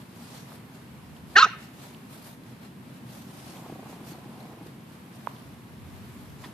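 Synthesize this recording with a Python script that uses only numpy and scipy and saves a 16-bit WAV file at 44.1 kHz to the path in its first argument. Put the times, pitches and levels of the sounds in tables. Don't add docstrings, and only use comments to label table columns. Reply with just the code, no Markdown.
import sys
import numpy as np
from scipy import signal
from scipy.fft import rfft, irfft, next_fast_len
from scipy.io import wavfile
from scipy.ndimage import uniform_filter1d, map_coordinates

SR = 44100
rng = np.random.default_rng(int(sys.argv[2]) if len(sys.argv) > 2 else 0)


def dump(signal):
    limited = np.clip(np.atleast_2d(signal).T, -1, 1)
    pcm = np.round(limited * 32767).astype(np.int16)
    wavfile.write(sys.argv[1], SR, pcm)


N = 287973


def amp(db):
    return 10 ** (np.asarray(db) / 20)


def unit(x):
    return x / np.sqrt(np.mean(np.abs(x) ** 2) + 1e-20)


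def along(points, hz):
    f, v = np.transpose(points)
    return np.interp(np.log(hz + 1), np.log(f + 1), v)


def curves(rows):
    s, *cols = np.transpose(rows)
    return [np.interp(np.arange(N) / SR, s, c) for c in cols]


def wobble(rate_hz, size=N):
    knots = rng.standard_normal(int(size * rate_hz / SR) + 4)
    return map_coordinates(knots, [np.arange(size) * rate_hz / SR])


def swells(s, half_s, db):
    t = np.arange(0, N / SR + .002, .002)[:, None]
    bells = np.exp(-.5 * ((t - s) / half_s) ** 2)
    return curves(np.c_[t, bells @ amp(db)])[0]


def filtered(x, response):
    m = next_fast_len(N + SR // 2)
    return irfft(rfft(x, m) * response(np.fft.rfftfreq(m, 1 / SR)), m)[..., :N]


def resonances(modes, hz):
    return sum((-1) ** k * amp(db) * 1j * hz * w / (c * c - hz * hz + 1j * hz * w)
               for k, (c, w, db) in enumerate(modes))


def rush(spectrum, patchy_db):
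    # (frequency [Hz], correlation [0-1])
    likeness = [(60, 0.99), (130, 1), (290, 0.87), (630, 0.53), (1380, 0.042), (3020, 0.2), (6620, 0.039),
                (14500, 0.17)]
    z = signal.stft(rng.standard_normal((2, N)), nperseg=512)[2]
    field = rng.standard_normal(z.shape[1:])
    field = uniform_filter1d(uniform_filter1d(field, 6, 0), 10, 1)
    pair = signal.istft(z * amp(patchy_db * unit(field)), nperseg=512)[1][:, :N]

    def mid_side(hz):
        turn = np.arccos(np.clip(along(likeness, hz), -1, 1)) / 2
        return amp(along(spectrum, hz)) * [np.cos(turn), np.sin(turn)]

    mid, side = filtered(pair, mid_side)
    return unit(np.array([mid + side, mid - side]))


def bark():
    # (time [s], pitch [Hz], mouth resonance [Hz], throat level [dB], chest level [dB])
    voice_rows = [(1.353, 350, 1740, -62, -45), (1.363, 364, 1770, -33, -29), (1.369, 394, 1600, -21, -27),
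                  (1.388, 455, 1370, -19, -32), (1.400, 512, 1270, -22, -40), (1.421, 556, 1300, -24, -48),
                  (1.430, 519, 1290, -25, -45), (1.437, 500, 1260, -28, -45), (1.448, 517, 1290, -27, -45),
                  (1.459, 490, 1330, -44, -42), (1.468, 370, 1400, -52, -33), (1.484, 300, 1400, -70, -58)]
    # (time [s], level [dB])
    ring_rows = [(1.353, -57), (1.356, -24), (1.362, -13), (1.370, -9), (1.379, -14.5), (1.388, -8.5),
                 (1.394, -11.5), (1.400, -19), (1.409, -17), (1.4265, -19), (1.430, -5), (1.433, -13),
                 (1.437, -12), (1.440, -23), (1.446, -9), (1.455, -25), (1.484, -70)]
    # (frequency [Hz], width [Hz], relative level [dB])
    throat_modes = [(2850, 330, -1.5), (4250, 280, 0), (4900, 300, -7), (5950, 700, -7), (7500, 700, -13.5)]
    break_s, break_over_s, mend_s = 1.424, .008, 1.455
    strain_s, first_doubling, strained_doubling = 1.395, .07, .4
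    throat_scale = .87
    base_rough, rough_per_db, firm_db = .04, .018, -13

    on = slice(int(voice_rows[0][0] * SR), int(voice_rows[-1][0] * SR))
    smooth = [uniform_filter1d(c, size=60)[on] for c in curves(voice_rows) + curves(ring_rows)]
    pitch, mouth, throat_db, chest_db, mouth_db = smooth
    broken_s = break_s + break_over_s / 2
    doubling = curves([(strain_s, first_doubling), (break_s, strained_doubling), (broken_s, 1),
                       (mend_s - break_over_s, 1), (mend_s + break_over_s, 0)])[0][on]
    stretch = curves([(broken_s - break_over_s, 1), (broken_s, throat_scale)])[0][on]
    rough = base_rough + np.clip(rough_per_db * (firm_db - mouth_db), 0, .2) * doubling

    k = np.arange(1, 50)[:, None] / 2
    hz = k * pitch
    source = np.where(k % 1, np.clip(doubling, 0, 1), 1)

    ring = np.abs(resonances([(mouth, 380 - 170 * doubling, 0)], hz)) ** 2
    ring = ring / (1 + (900 / hz) ** 8)

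    throat = np.abs(resonances(throat_modes, np.where(hz < 5000, hz / stretch, hz))) ** 2
    throat = (throat + amp(-25.0) * (hz < 5500)) * (hz > 2100) * (hz < 8400)
    throat = throat * amp(4 * doubling * (hz > 5000))
    flicker_db = 3 * np.array([wobble(70, size=len(pitch)) for _ in k])
    throat = throat * amp(flicker_db)

    chest = np.abs(resonances([(385, 55, -3), (760, 420, 0)], hz)) ** 1.6
    chest = chest * (hz < 1150) * (k % 1 == 0)

    gain = 0
    for shape, db in [(ring, mouth_db), (throat, throat_db), (chest, chest_db)]:
        lines = source * shape
        gain = gain + amp(db) * lines / np.sqrt(np.sum(lines ** 2, 0) / 2 + 1e-9)

    share = np.clip(rough * (1 + (hz / 1500) ** 2) + 2 * doubling * (hz < 700), 0, 1)
    smear = np.array([wobble(305.4, size=len(pitch)) + 1j * wobble(282.5, size=len(pitch)) for _ in k])
    carrier = np.exp(2j * np.pi * (k * np.cumsum(pitch) / SR + rng.random(k.shape)))
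    blurred = (np.sqrt(1 - share) + np.sqrt(share / 2) * smear) * carrier
    out = np.zeros(N)
    out[on] = np.sum(gain * blurred.imag, 0)
    return out


def garden(x):
    # (frequency [Hz], t60 [s])
    decay = [(300, .15), (1300, 0.63), (3000, 0.59), (8000, 0.13)]
    hz, t, z = signal.stft(rng.standard_normal((2, SR // 2)), SR, nperseg=256)
    fade = amp(-60 * t / along(decay, hz)[:, None])
    tail = signal.istft(z * fade, SR, nperseg=256)[1]
    late = np.pad(x, (700, 0))[None]
    return signal.fftconvolve(late, tail / np.linalg.norm(tail[0]), axes=1)[:, :N]


def knocks():
    # (time [s], peak level [dB], settled pitch [Hz], t60 [s], left minus right [dB])
    hits = [(0.520, -42, 1200, 0.0068, 0), (1.165, -47, 3000, .006, -4), (1.947, -40, 2830, 0.0027, -7),
            (3.57, -44, 3200, .006, 0), (4.132, -44, 4300, 0.0068, -3), (4.405, -47, 4100, 0.0081, -3),
            (4.67, -53, 3790, .006, -4), (5.157, -51, 9200, 0.0089, 2), (5.272, -17.5, 964, 0.0074, -9),
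            (5.364, -46, 3300, 0.004, -3), (6.460, -34, 280, 0.013, -2), (7.3, -45, 6500, 0.004, -3)]
    out, t = np.zeros((2, N + SR)), np.arange(SR // 10) / SR
    for s, db, hz, t60_s, pan_db in hits:
        turns = hz * t + 0.66 * (1 - np.exp(-t / 0.00023))
        body = 0.37 * np.sin(2 * np.pi * 0.6 * hz * t) * (1 - np.exp(-t / 0.0018))
        ring = (np.sin(2 * np.pi * turns) + body) * amp(-60 * t / t60_s)
        ring *= (1 - np.exp(-t / 0.001)) ** 2
        snap = 0.023 * np.sin(2 * np.pi * 2.54 * hz * t) * amp(-60 * t / 0.0047)
        ring += snap * (hz < 2000)
        sides = amp([[db + pan_db / 2], [db - pan_db / 2]])
        out[:, round(s * SR):][:, :len(t)] += sides * ring / np.abs(ring).max()
    return out[:, :N]


def grass():
    # (time [s], half length [s], hiss [dB], rustle over hiss [dB], top of hiss over its rest [dB])
    swishes = [(0.01, 0.033, -57.5, 0, 0), (0.21, 0.066, -57, -2, 0), (0.373, 0.064, -51, -8, -5),
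               (.53, .03, -58.5, 3, 5), (.75, 0.015, -59.5, -5, -2), (1.17, 0.018, -65.5, 4, 2.5),
               (1.32, .03, -59, 1, 2), (1.63, .03, -52.5, -5.5, -4), (1.84, .06, -53, -2.5, -1),
               (2.14, .035, -54.5, -1, 3.5), (2.28, .04, -53.5, -2.5, 5.5), (2.5, .04, -61.5, 0, -2),
               (2.645, 0.018, -62.5, 6.5, 0), (2.963, 0.015, -63.5, 0, 0), (3.147, 0.047, -52.5, -2, 0.5),
               (3.46, .15, -53.5, -6.5, -1), (3.914, 0.036, -56, -4, -0.5), (4.093, 0.027, -48.5, -6, 1),
               (4.413, 0.12, -65, 8, 3.5), (4.661, .03, -64, 4, 2), (4.936, .03, -69, -10, 2),
               (5.155, 0.017, -61.5, -15, -2.5), (5.363, .1, -62.5, 5, 4), (6.142, 0.18, -65.5, -9, 3),
               (6.453, .03, -53, -2, -2.5)]
    # (frequency [Hz], relative density [dB per Hz])
    hiss_spectrum = [(1470, -33.5), (2500, -6.5), (4020, -1.5), (6710, -4.5), (7530, -5.5), (10400, -5),
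                     (14000, -5.5)]
    rustle_spectrum = [(200, -37.5), (600, 4.5), (2000, -5.5), (5000, -13.5), (9000, -42)]
    stir_db, stir_rustle_over_hiss_db = -68, 4.5
    hiss_top_hz = 9400
    s, half_s, db, low_db, top_db = np.transpose(swishes)
    stir = amp(stir_db + 2.3 * wobble(11))
    grains = amp(1.23 * wobble(140) + 0.61 * wobble(25))
    hiss = unit(grains * rush(hiss_spectrum, patchy_db=1.8))
    top = filtered(hiss, lambda hz: 1 / (1 + (hiss_top_hz / (hz + 1)) ** 8))
    rustle = unit(grains * rush(rustle_spectrum, patchy_db=1.5))
    out = stir * (hiss + amp(stir_rustle_over_hiss_db) * rustle)
    out = out + swells(s, half_s, db) * (hiss - top)
    out = out + swells(s, half_s, db + top_db) * top
    return out + swells(s, half_s, db + low_db) * rustle


def scuff():
    # (frequency [Hz], width [Hz], relative level [dB])
    wood_modes = [(950, 210, 2.5), (1460, 930, -3.5), (1880, 440, -1.5), (3530, 730, -11)]
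    start_s, hold_s, level_db = 6.44, .012, -39
    rise_db_per_s, fall_db_per_s = 4997, 1600
    grains = amp(4.3 * wobble(600)) * rng.standard_normal(N)
    noise = unit(filtered(grains, lambda hz: resonances(wood_modes, hz)))
    t = np.arange(N) / SR - start_s
    db = level_db + rise_db_per_s * np.minimum(t, 0) - fall_db_per_s * np.maximum(t - hold_s, 0)
    return amp(db) * noise * amp([[-1.5], [1.5]])


def putter():
    # (time [s], firing [dB], thump [dB], blur between firings [dB])
    engine_rows = [(3.0, -45, -32, -72), (3.45, -38, -29, -46), (3.62, -36, -31, -42.5),
                   (3.72, -33, -21, -55), (3.93, -28.5, -27.5, -43), (4.05, -50, -22, -46),
                   (4.4, -41, -27, -37.5), (4.68, -49, -24.5, -45.5), (4.74, -45, -37, -61)]
    # (frequency [Hz], width [Hz], relative level [dB])
    pipe_modes = [(255, 110, 3), (480, 170, -6), (790, 130, 2), (1050, 180, -3)]
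    first_s, gap_s, gap_growth_s, firings = 3.459, .0312, .0003, 35
    jitter_s, scatter_db = .003, 2
    puffs, t = np.zeros((2, N + SR)), np.arange(SR // 10) / SR
    firing_db, thump_db, blur_db = curves(engine_rows)
    for k in range(firings):
        at_s = first_s + gap_s * k + gap_growth_s * k * k / 2 + rng.normal(0, jitter_s)
        at = round(at_s * SR)
        puff = t / 0.0046 * np.exp(1 - t / 0.0042) * rng.standard_normal(len(t))
        puff /= np.linalg.norm(puff) / 20
        drive_db = [[thump_db[at]], [firing_db[at]]] + rng.normal(0, scatter_db, (2, 1))
        puffs[:, at:][:, :len(t)] += amp(drive_db) * puff
    puffs[:, :N] += amp(blur_db + 3 * wobble(55)) * rng.standard_normal((2, N))

    def far(hz):
        return 1 / (1 + 1j * hz / 1500) ** 3

    thump = filtered(puffs[0, :N], lambda hz: resonances(pipe_modes[:1], hz) * far(hz))
    return thump + filtered(puffs[1, :N], lambda hz: 2 * resonances(pipe_modes[1:], hz) * far(hz))


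def traffic():
    # (frequency [Hz], relative density [dB per Hz])
    rumble_spectrum = [(35, -42.5), (60, -22), (128, -0.5), (188, -2), (242, -2.5), (412, -21.5),
                       (511, -18), (612, -32.5), (900, -25.5), (1170, -38.5), (1980, -120)]
    level_db = -47 + 0.2 * wobble(.7) + 0.46 * wobble(8.2)
    return amp(level_db) * rush(rumble_spectrum, patchy_db=.5)


def air_wash():
    # (frequency [Hz], relative density [dB per Hz])
    air_spectrum = [(180, -28.5), (300, -7), (401, -5.5), (510, -15), (800, -12.5), (1090, -11),
                    (1180, -14), (2550, -18), (6270, -30), (12900, -27), (14000, -29)]
    # (time [s], level [dB])
    level_rows = [(0.0, -54.5), (0.33, -51), (0.8, -53), (2.76, -54), (3.91, -50.5), (4.46, -53.5),
                  (4.75, -54), (6.53, -52)]
    level_db = curves(level_rows)[0] + 0.75 * wobble(4.316)
    return amp(level_db) * rush(air_spectrum, patchy_db=0.5)


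def breeze():
    # (time [s], half length [s], level [dB])
    gusts = [(1.17, 0.17, -54), (5.507, 0.048, -58), (5.9, .12, -49), (6.299, .12, -52.5)]
    breeze_db = -66.5
    spectrum = [(25, -44.0), (45, -20), (70, 6.0), (100, 2.5), (160, -47)]
    puffs = rng.standard_normal((2, N)) + 0.6 * rng.standard_normal(N)
    buffet = filtered(puffs, lambda hz: amp(along(spectrum, hz)))
    return (amp(breeze_db) + swells(*np.transpose(gusts))) * unit(buffet)


def scene():
    # (frequency [Hz], left minus right [dB])
    port_balance = [(60, 4), (110, 3.5), (200, 4), (370, -0.5), (690, -2), (1270, -4), (2330, 3.5),
                    (4290, 2.5), (7890, -3), (14500, -2)]
    # (frequency [Hz], phase by which left leads [rad])
    port_lead = [(1000, 0.102), (1460, 0.26), (2240, 2.16), (2670, 0.56), (3270, 0.72), (5340, 0.9),
                 (8000, 1.8)]
    wall_s, wall_db = .105, -28.5
    bark_echo_db, knock_echo_db = -25.5, -22
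    sideways = [(1300, -8.0), (2200, 9.5), (3300, 3.5), (4200, 0), (5800, 8.5)]
    voice, taps = bark(), knocks()

    def ports(hz):
        left = amp(along(port_balance, hz) / 2) * np.exp(.5j * along(port_lead, hz))
        return left ** np.array([[1], [-1]])

    def wall(hz):
        return amp(wall_db) * np.exp(-2j * np.pi * hz * wall_s) / (1 + 1j * hz / 3000)

    near = filtered(np.array([voice, voice]), lambda hz: ports(hz) + wall(hz))
    airy = filtered(voice, lambda hz: amp(along(sideways, hz)))
    echo = amp(bark_echo_db) * garden(airy) + amp(knock_echo_db) * garden(taps[1])
    background = traffic() + air_wash() + breeze()
    return near + echo + taps + grass() + scuff() + putter() + background


def record(dry):
    top_hz = 14000
    return filtered(dry, lambda hz: hz < top_hz)


dry = scene()
out = record(dry)
dump(out)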